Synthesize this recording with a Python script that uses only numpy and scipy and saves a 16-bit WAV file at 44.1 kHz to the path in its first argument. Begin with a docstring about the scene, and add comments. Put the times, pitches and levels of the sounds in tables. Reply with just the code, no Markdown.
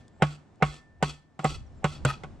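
"""A hatchet chops at a thin log held in a steel clamp on a tree trunk, about a metre from a head-worn camera.
Each blow grazes, rings the log's decaying modes, crunches, thuds and cracks in shaped noise; the trees echo.
The clamp rattles as dense clicks through resonances and its steel rings; the blade pings and sizzles.
Late on, a second scene comes in, where a blow rings a second log with other modes and that log shudders.
Around it lie wind on the microphones, quiet woodland hiss, small ticks and faint sliding bird notes."""
import sys
import numpy as np
from scipy import signal
from scipy.fft import rfft, irfft
from scipy.io import wavfile
from scipy.ndimage import uniform_filter1d

SR = 44100
rng = np.random.default_rng(int(sys.argv[2]) if len(sys.argv) > 2 else 0)


def log_audio(samples):
    """Write samples as a 16-bit WAV file to the path given in sys.argv[1]."""
    # one column per channel
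    frames = np.atleast_2d(samples).T
    # limit to full scale, then quantise
    limited = np.clip(frames, -1, 1)
    pcm = np.round(limited * 32767).astype(np.int16)
    wavfile.write(sys.argv[1], SR, pcm)


N = 105840
LEAD = SR // 4  # samples made ahead of the scene, so earlier sounds can ring into it
PORT_LEAD_S = 2e-5  # the left port hears the sound this much before the right
RISE_CYCLES = 0.15  # time constant of each mode's onset, in its own cycles


def undb(db):
    """Decibels to amplitude."""
    return 10 ** (np.asarray(db) / 20)


def unit(x):
    """Scale to an rms of 1, over both channels together."""
    return x / np.sqrt(np.mean(x ** 2))


def clock():
    """Time in seconds, starting a little before the scene."""
    return (np.arange(N + LEAD) - LEAD) / SR


def level_curve(points):
    """Level in dB over time, drawn straight between (time [s], level [dB]) points."""
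    return np.interp(clock(), *np.array(points).T)


def colour(x, points):
    """Filter by (frequency [Hz], level [dB]) points; silent outside them."""
    hz, db = np.array(points, float).T
    f = np.fft.rfftfreq(x.shape[-1], 1 / SR) + 1  # the extra 1 Hz avoids log(0)
    inside = (f >= hz[0]) & (f <= hz[-1])
    gain = undb(np.interp(np.log(f), np.log(hz), db)) * inside
    return irfft(rfft(x) * gain, x.shape[-1])


def spread(mid, side, wide):
    """Mid and side to left and right; the left port hears a moment earlier."""
    turn = np.exp(1j * np.pi * np.fft.rfftfreq(len(mid), 1 / SR) * PORT_LEAD_S)
    left_right = [mid + wide * side, mid - wide * side]
    return irfft(rfft(left_right) * [turn, 1 / turn], len(mid))


def hiss(points, wide):
    """Stereo coloured noise of rms 1."""
    mid, side = colour(rng.standard_normal((2, N + LEAD)), points)
    return unit(spread(mid, side, wide))


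def walk(rate):
    """Smooth random wander of rms 1, with about `rate` new values a second."""
    k = int(SR / rate)
    steps = np.repeat(rng.standard_normal((N + LEAD) // k + 1), k)
    return unit(uniform_filter1d(steps, k)[:N + LEAD])


def ring(modes, seconds):
    """Stereo impulse response of decaying modes; neighbours start opposite, low ones swell later."""
    t = np.arange(int(seconds * SR)) / SR
    hz, db, t60, lead, pan_db = np.array(modes, float).T[:, :, None]
    sign = (-1.) ** np.arange(len(modes))[:, None]
    swell = sign * (1 - np.exp(-t * hz / RISE_CYCLES))
    ears = []
    for side in (1, -1):  # left, right
        decay = undb(db + side * pan_db / 2 - 60 * t / t60)
        tone = np.sin(2 * np.pi * hz * t + side * lead / 2)
        ears.append(np.sum(swell * decay * tone, axis=0))
    return np.array(ears)


def add(out, s, x):
    """Mix x into out at s seconds, cut at the end."""
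    i = int(s * SR) + LEAD
    x = x[..., :out.shape[-1] - i]
    out[..., i:i + x.shape[-1]] += x


def resonate(x, peaks):
    """Sum of resonant band-passes."""
    return sum(undb(db) * signal.lfilter(*signal.iirpeak(hz, hz / width, SR), x) for hz, width, db in peaks)


def clicks(rate, scatter_db):
    """Two streams of dense clicks at random moments with uneven levels."""
    shape = (2, N + LEAD)
    struck = rng.random(shape) < rate / SR
    return struck * rng.standard_normal(shape) * undb(scatter_db * rng.exponential(size=shape))


def burst(s, db, hold_s, sag_db_s, t60):
    """Envelope with a quick rise, a slow sag while held, then a decay."""
    t = clock() - s
    rise = (t >= 0) * np.clip(t / 0.0013, 0, 1)
    sag = sag_db_s * np.clip(t, 0, hold_s)
    decay = 60 * np.clip(t - hold_s, 0, 9) / t60
    return rise * undb(db - sag - decay)


# wind strength before its flicker: (time [s], level [dB])
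WIND_LEVEL = [(0.0, -57.5), (0.18, -64), (0.56, -73), (0.81, -61.5), (1.0, -57), (1.22, -66.5),
              (1.42, -68.5), (1.56, -41), (1.88, -57.5), (2.04, -40), (2.17, -47.5), (2.4, -52.5)]
# low rumble of wind on the ports: (frequency [Hz], relative level [dB])
WIND_COLOUR = [(15, -11), (25, -2), (45, -7.5), (75, 0), (110, -6.5), (160, -15.5), (250, -21), (400, -39)]
WIND_FLICKER_DB, WIND_WIDE = 3, .55


def wind():
    """Wind buffets the ports: low noise with a drawn level and a random flicker."""
    level_db = level_curve(WIND_LEVEL) + WIND_FLICKER_DB * walk(12)
    return hiss(WIND_COLOUR, WIND_WIDE) * undb(level_db)


# soft hiss of the wood: (frequency [Hz], relative level [dB])
AIR_COLOUR = [(70, -8), (130, -5), (250, -7.5), (450, -17.5), (700, -17), (1100, -24), (1700, -29.5),
              (2700, -36), (4500, -40.5), (7500, -43.5), (9000, -49), (11000, -68.5)]
# strength of that hiss before its flicker: (time [s], level [dB])
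AIR_LEVEL = [(0.0, -55.5), (1.0, -60), (1.18, -61.5), (1.43, -61), (1.55, -58.5), (1.85, -52.5),
             (2.02, -47.5), (2.27, -50.5), (2.4, -56.5)]
AIR_WIDE, AIR_FLICKER_DB = 0.49, 1


def woodland_air():
    """The wood hisses softly: broad noise with a drawn level and a slight flicker."""
    level_db = level_curve(AIR_LEVEL) + AIR_FLICKER_DB * walk(7.11)
    return hiss(AIR_COLOUR, AIR_WIDE) * undb(level_db)


# first-scene blows: (time [s], knock level [dB], contact [ms], crack level [dB], second graze level [dB],
# rebound level [dB], rattle level [dB], rattle hold [s]); knock, graze and rebound scale the log's modes
FIRST_SCENE_BLOWS = [(-.18, -22, .5, -32, -44, -30, -41, 0.13),
                     (.2213, -14.5, 0.55, -22, -37, -39, -43.5, .11),
                     (.6233, -15.5, 0.44, -26, -38, -34, -42.5, 0.14),
                     (1.0255, -19, 0.49, -21, -45, -39.5, -38.5, 0.083),
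                     (1.4443, -18.5, 0.62, -36.5, -39, -23.5, -37.5, 0.095),
                     (1.8425, -19.5, 0.54, -26.5, -41.5, -58, -43, 0.11),
                     (1.3915, -35.5, 0.56, -40, -68.5, -58, -53.5, 0.1),
                     (2.235, -37, 0.54, -41.5, -56, -46.5, -66, 0.0082)]
# second-scene blows, same columns
SECOND_SCENE_BLOWS = [(1.954, -55, 2, -67, -76, -46.5, -61.5, 0.016),
                      (2.0493, -21.5, 0.93, -23, -70, -35.5, -36.5, 0.064)]
# modes of the first log:
# (frequency [Hz], relative level [dB], t60 [s], left phase lead [rad], left minus right [dB])
FIRST_LOG = [(151.7, -1.5, 0.089, .08, -2), (197.8, 2.5, 0.049, .15, 3), (148.24, -7.5, 0.31, 0.074, -0.5),
             (433, -3, 0.036, 0.18, -2.5), (566.6, -4.5, 0.038, .2, -8), (761.5, 3, 0.057, 0.44, -1.),
             (900, -6, 0.051, .35, -10), (1110.5, -7, 0.12, 1, -5), (1264, -3.5, 0.058, 0.4, -7),
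             (1456, -1.5, 0.066, 0.23, -10), (2117, 7, 0.026, 0, -10), (2346, -8, 0.022, 0.708, -11.5),
             (2750, -12, 0.12, 0.85, -5), (3420, -15.5, .03, 0, -6)]
# modes of the second log, same columns
SECOND_LOG = [(136.5, 4.5, 0.17, 0.038, 0.), (256, -4.5, 0.053, 0.11, 0.85), (315, -10, .06, 0, 0.87),
              (487, 5, 0.025, .2, 1.), (600, 1.5, 0.066, 0.21, 0.75), (850, -6, 0.044, 1, 0.85),
              (1375, 10, .05, .6, 0.82), (1520, -2, 0.041, .6, 1.), (2220, -8, 0.026, 0.4, 1.),
              (2800, -10, .03, 0.85, 1.)]
FIRST_GRAZE_LEAD_S, SECOND_GRAZE_LEAD_S, REBOUND_S = .0215, .011, .008  # before, before, after the bite
FIRST_GRAZE_DB = -10.5  # relative to the second graze
MODE_SCATTER_DB = 1.5  # each blow excites the modes a little differently


def log_knocks(blows, modes):
    """The edge grazes twice, bites and rebounds; each half-sine push rings the log's modes."""
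    out = np.zeros((2, N + LEAD))
    for s, knock_db, contact_ms, _, graze_db, rebound_db, _, _ in blows:
        phase = np.clip(np.arange(200) / SR / (contact_ms / 1000), 0, 1)
        push = np.sin(np.pi * phase)[None]
        push = push / push.sum()
        varied = np.array(modes, float)
        varied[:, 1] += MODE_SCATTER_DB * rng.standard_normal(len(modes))
        knock = signal.fftconvolve(ring(varied, 0.36), push)
        graze = signal.fftconvolve(ring(varied[3:7], 0.36), push)  # a graze wakes only four modes
        add(out, s - FIRST_GRAZE_LEAD_S, undb(graze_db + FIRST_GRAZE_DB) * graze)
        add(out, s - SECOND_GRAZE_LEAD_S, undb(graze_db) * graze)
        add(out, s, undb(knock_db) * knock)
        add(out, s + REBOUND_S, undb(rebound_db) * knock)
    return out


# crushed fibres: (frequency [Hz], relative level [dB])
CRUNCH_COLOUR = [(180, -28), (260, 2.5), (500, 1), (1000, -0.5), (1600, -7), (2500, -6.5), (4000, -22)]
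GRAZE_HISS_DB, GRAZE_RISE_S = -5, 0.0074  # level relative to the second graze
CRUNCH_DB, CRUNCH_HOLD_S, CRUNCH_T60_S = -6, 0.0092, 0.066  # level relative to the knock
CRUNCH_WIDE = .15


def fibre_crunch(blows):
    """Hiss grows as the edge grazes in, then crushed fibres crunch and die away."""
    level = 0
    for s, knock_db, _, _, graze_db, _, _, _ in blows:
        t = clock() - s
        approach = (t < 0) * np.exp(np.minimum(t, 0) / GRAZE_RISE_S)
        level = level + undb(graze_db + GRAZE_HISS_DB) * approach
        level = level + burst(s, knock_db + CRUNCH_DB, CRUNCH_HOLD_S, 0, CRUNCH_T60_S)
    return level * hiss(CRUNCH_COLOUR, CRUNCH_WIDE)


# dull thud: (frequency [Hz], relative level [dB])
THUD_COLOUR = [(22, -14), (40, -10), (62, 6.5), (85, -7.5), (110, -24)]
THUD_DB, THUD_PEAK_S, THUD_WIDE = -22.5, 0.029, .5  # level relative to the knock


def dull_thud(blows):
    """Deep noise swells just after each blow and sinks again."""
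    swell = 0
    for s, knock_db, *_ in blows:
        u = np.clip(clock() - s, 0, 9) / THUD_PEAK_S
        swell = swell + undb(knock_db + THUD_DB) * u * np.exp(1 - u)
    return swell * hiss(THUD_COLOUR, THUD_WIDE)


TREES_DB, TREES_T60_S = -20, 0.42


def tree_echo(hits):
    """The trees return the hits above 900 Hz as a diffuse noise tail, starting 10 ms late."""
    t = np.arange(SR // 2) / SR
    tail = rng.standard_normal((2, len(t))) * undb(-60 * t / TREES_T60_S) * (t > .01)
    tail = tail / np.sqrt(np.sum(tail ** 2) / 2)
    bright = signal.sosfilt(signal.butter(2, 900, "high", fs=SR, output="sos"), hits)
    return undb(TREES_DB) * signal.fftconvolve(bright, tail, axes=1)[:, :N + LEAD]


# bright crack: (frequency [Hz], relative level [dB])
CRACK_COLOUR = [(880, -12.5), (1500, 3), (1710, -32), (2660, -8.5), (4240, -18.5), (6760, -22.5),
                (7540, -24), (9010, -28), (12000, -66), (16000, -61)]
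CRACK_T60_S, CRACK_WIDE = 0.053, 0.48


def crack():
    """A short bright noise burst at every blow."""
    blows = FIRST_SCENE_BLOWS + SECOND_SCENE_BLOWS
    level = sum(burst(b[0], b[3], 0.001, 0, CRACK_T60_S) for b in blows)
    return hiss(CRACK_COLOUR, CRACK_WIDE) * level


# body of the clamp's chatter: (frequency [Hz], relative level [dB])
RATTLE_COLOUR = [(150, -16), (250, 1.5), (519, -7.5), (1310, -13.5), (1670, -22.5), (2670, -8.5),
                 (6470, -18), (7980, -14), (9010, -26), (13400, -70), (16000, -71.5)]
# resonances of the loose steel: (frequency [Hz], width [Hz], relative level [dB])
RATTLE_PEAKS = [(1323, 43, -7.5), (2040, 14, -10), (2582, 48, -10.5), (3160, 25, -49), (3336, 33, -11.5),
                (3364, 45, -11.5), (4075, 16, -9), (4463, 52, -11), (4690, 27, -15), (5270, 18, -13.5),
                (5830, 33, -14.5), (7560, 40, -15)]
RATTLE_PER_S, RATTLE_SCATTER_DB = 5000, 2.5  # clicks per second, unevenness
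RATTLE_SAG_DB_S, RATTLE_T60_S, RATTLE_WIDE = 73, 0.21, 0.3
RATTLE_RING_DB = -0.5  # resonances relative to the body
RATTLE_PATCHY_DB, SECOND_DULL_HZ = 1.5, 6500


def flat_clicks():
    """Nearly flat clicks, band-limited, to drive resonances."""
    return colour(clicks(RATTLE_PER_S, RATTLE_SCATTER_DB), [(300, 0.011), (12000, 0.0048)])


def clamp_rattle():
    """Loose steel chatters until the log comes to rest; the second scene's rattle is duller."""
    body = unit(colour(clicks(RATTLE_PER_S, RATTLE_SCATTER_DB), RATTLE_COLOUR))
    resonant = unit(resonate(flat_clicks(), RATTLE_PEAKS))
    mid, side = body + undb(RATTLE_RING_DB) * resonant
    chatter = unit(spread(mid, side, RATTLE_WIDE)) * undb(RATTLE_PATCHY_DB * walk(70))
    dull = signal.lfilter(*signal.butter(2, SECOND_DULL_HZ, fs=SR), chatter)
    first, second = (sum(burst(b[0], b[6], b[7], RATTLE_SAG_DB_S, RATTLE_T60_S) for b in blows)
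                     for blows in (FIRST_SCENE_BLOWS, SECOND_SCENE_BLOWS))
    return chatter * first + dull * second


# the clamp settles: (time [s], level of the other modes [dB], level of the long-ringing mode [dB])
CLINKS = [(-.08, -64, -63), (.29, -68, -70), (.705, -62, -56), (1.09, -67, -69), (1.53, -66, -71),
          (1.9, -63, -68), (2.14, -70, -80)]
# other steel modes:
# (frequency [Hz], relative level [dB], t60 [s], left phase lead [rad], left minus right [dB])
STEEL = [(800, -3, .5, .3, 0.), (2390, -3, .18, .5, 0.), (2740, -6, .18, .6, 0.), (3391, -6, .15, .8, 0.),
         (3989, -5, .22, .8, 0.), (4330, -7, .25, 1.5, 0.), (4840, -6, .2, 1.5, 0.), (5970, 0., .3, .8, 0.),
         (6880, -7, .18, .9, 0.), (9986, -6, .28, 1.6, 0.)]
STEEL_LONG_HZ, STEEL_LONG_T60_S, STEEL_RISE_S = 1782, 1.44, .028  # the long-ringing mode; rise of all


def clamp_ring():
    """The settling clamp's steel rings in thin, softly rising, lasting tones."""
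    out = np.zeros((2, N + LEAD))
    rise = 1 - np.exp(-np.arange(SR) / SR / STEEL_RISE_S)
    others = ring(STEEL, 1)
    long_mode = ring([(STEEL_LONG_HZ, 0, STEEL_LONG_T60_S, .6, 0)], 1)
    for s, db, long_db in CLINKS:
        add(out, s, rise * (undb(db) * others + undb(long_db) * long_mode))
    return out


# small ticks: (time [s], level [dB])
TICKS = [(0.081, -55.5), (0.558, -67), (0.955, -92)]
# tones in each tick: frequency [Hz]
TICK_HZ = [3450, 5100, 6850, 8170]
TICK_T60_S = 0.0096


def ticks():
    """Stray ticks: a few high modes that die at once."""
    out = np.zeros((2, N + LEAD))
    tick = ring([(hz, 0, TICK_T60_S, .5, 0) for hz in TICK_HZ], .03)
    for s, db in TICKS:
        add(out, s, undb(db) * tick)
    return out


# bird notes: (time [s], length [s], start frequency [Hz], end frequency [Hz], level [dB])
BIRD_NOTES = [(0.116, 0.16, 7400, 8100, -79.5), (1.661, 0.023, 6050, 5300, -71),
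              (1.69, 0.11, 5300, 5350, -84), (1.767, 0.029, 7600, 7160, -72)]


def birds():
    """Faint sliding whistles: swept sines with rounded ends."""
    out = np.zeros((2, N + LEAD))
    for s, length, start_hz, end_hz, db in BIRD_NOTES:
        u = np.linspace(0, 1, int(length * SR))
        swell = np.sqrt(np.sin(np.pi * u) + 1e-9)
        phase = 2 * np.pi * np.cumsum(start_hz + (end_hz - start_hz) * u) / SR
        add(out, s, undb(db) * swell * np.sin(phase))
    return out


# blade hits: (time [s], ping level [dB], sizzle level [dB])
PINGS = [(0.223, -35, -75), (.624, -52, -75.5), (1.026, -38, -52), (1.391, -55.5, -94), (1.444, -30.5, -71),
         (1.843, -31.5, -75), (2.051, -24, -53)]
# blade modes: (frequency [Hz], relative level [dB], t60 [s], left phase lead [rad], left minus right [dB])
BLADE = [(7480, 5, 0.012, 1.3, -0.5), (6070, -15, 0.0081, 0.91, -4), (8180, -11, .018, 2.4, -9.5)]
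# blade sizzle: (frequency [Hz], relative level [dB])
SIZZLE_COLOUR = [(9000, -8), (11000, -3), (13500, -9.5), (15800, -23.5)]
SIZZLE_T60_S = 0.034


def blade():
    """The blade pings in short high modes and sizzles in a burst of treble noise."""
    level = sum(burst(s, sizzle_db, .003, 0, SIZZLE_T60_S) for s, _, sizzle_db in PINGS)
    out = hiss(SIZZLE_COLOUR, CRACK_WIDE) * level
    ping = ring(BLADE, 0.065)
    for s, ping_db, _ in PINGS:
        add(out, s, undb(ping_db) * ping)
    return out


# shudders of the second log: (time [s], level [dB], hold [s])
SHUDDERS = [(2.075, -35.5, 0.014), (2.087, -34, 0.023), (2.12, -47, 0.022)]
# resonances of the shudder: (frequency [Hz], width [Hz], relative level [dB])
SHUDDER_PEAKS = [(935, 160, 2.5), (1283, 47, 13), (1807, 67, -0.5), (2480, 61, 5.5), (3370, 83, -30),
                 (4040, 85, -48), (5100, 75, -28)]


def second_log_shudder():
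    """The second log shudders after its blow: dense clicks through its resonances, in short bursts."""
    mid, side = resonate(flat_clicks(), SHUDDER_PEAKS)
    level = sum(burst(s, db, hold_s, 0, 0.043) for s, db, hold_s in SHUDDERS)
    return unit(spread(mid, side, 0.32)) * level


def scene():
    """Mix the hits of both scenes with their echo, the ringing steel, birds, wind and air."""
    hits = crack() + clamp_rattle() + second_log_shudder()
    for blows, modes in ((FIRST_SCENE_BLOWS, FIRST_LOG), (SECOND_SCENE_BLOWS, SECOND_LOG)):
        hits = hits + log_knocks(blows, modes) + fibre_crunch(blows) + dull_thud(blows)
    metal = clamp_ring() + ticks() + blade()
    mix = hits + tree_echo(hits) + metal + birds() + wind() + woodland_air()
    return mix[:, LEAD:]


SOFT_TOP, TOP_HZ = .7, 16300  # full-scale amplitude where peaks flatten, upper band edge


def record(dry):
    """The camera rounds the loudest peaks and cuts the top."""
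    rounded = SOFT_TOP * np.tanh(dry / SOFT_TOP)
    return signal.sosfilt(signal.ellip(8, .2, 70, TOP_HZ, fs=SR, output="sos"), rounded)


dry = scene()
out = record(dry)
log_audio(out)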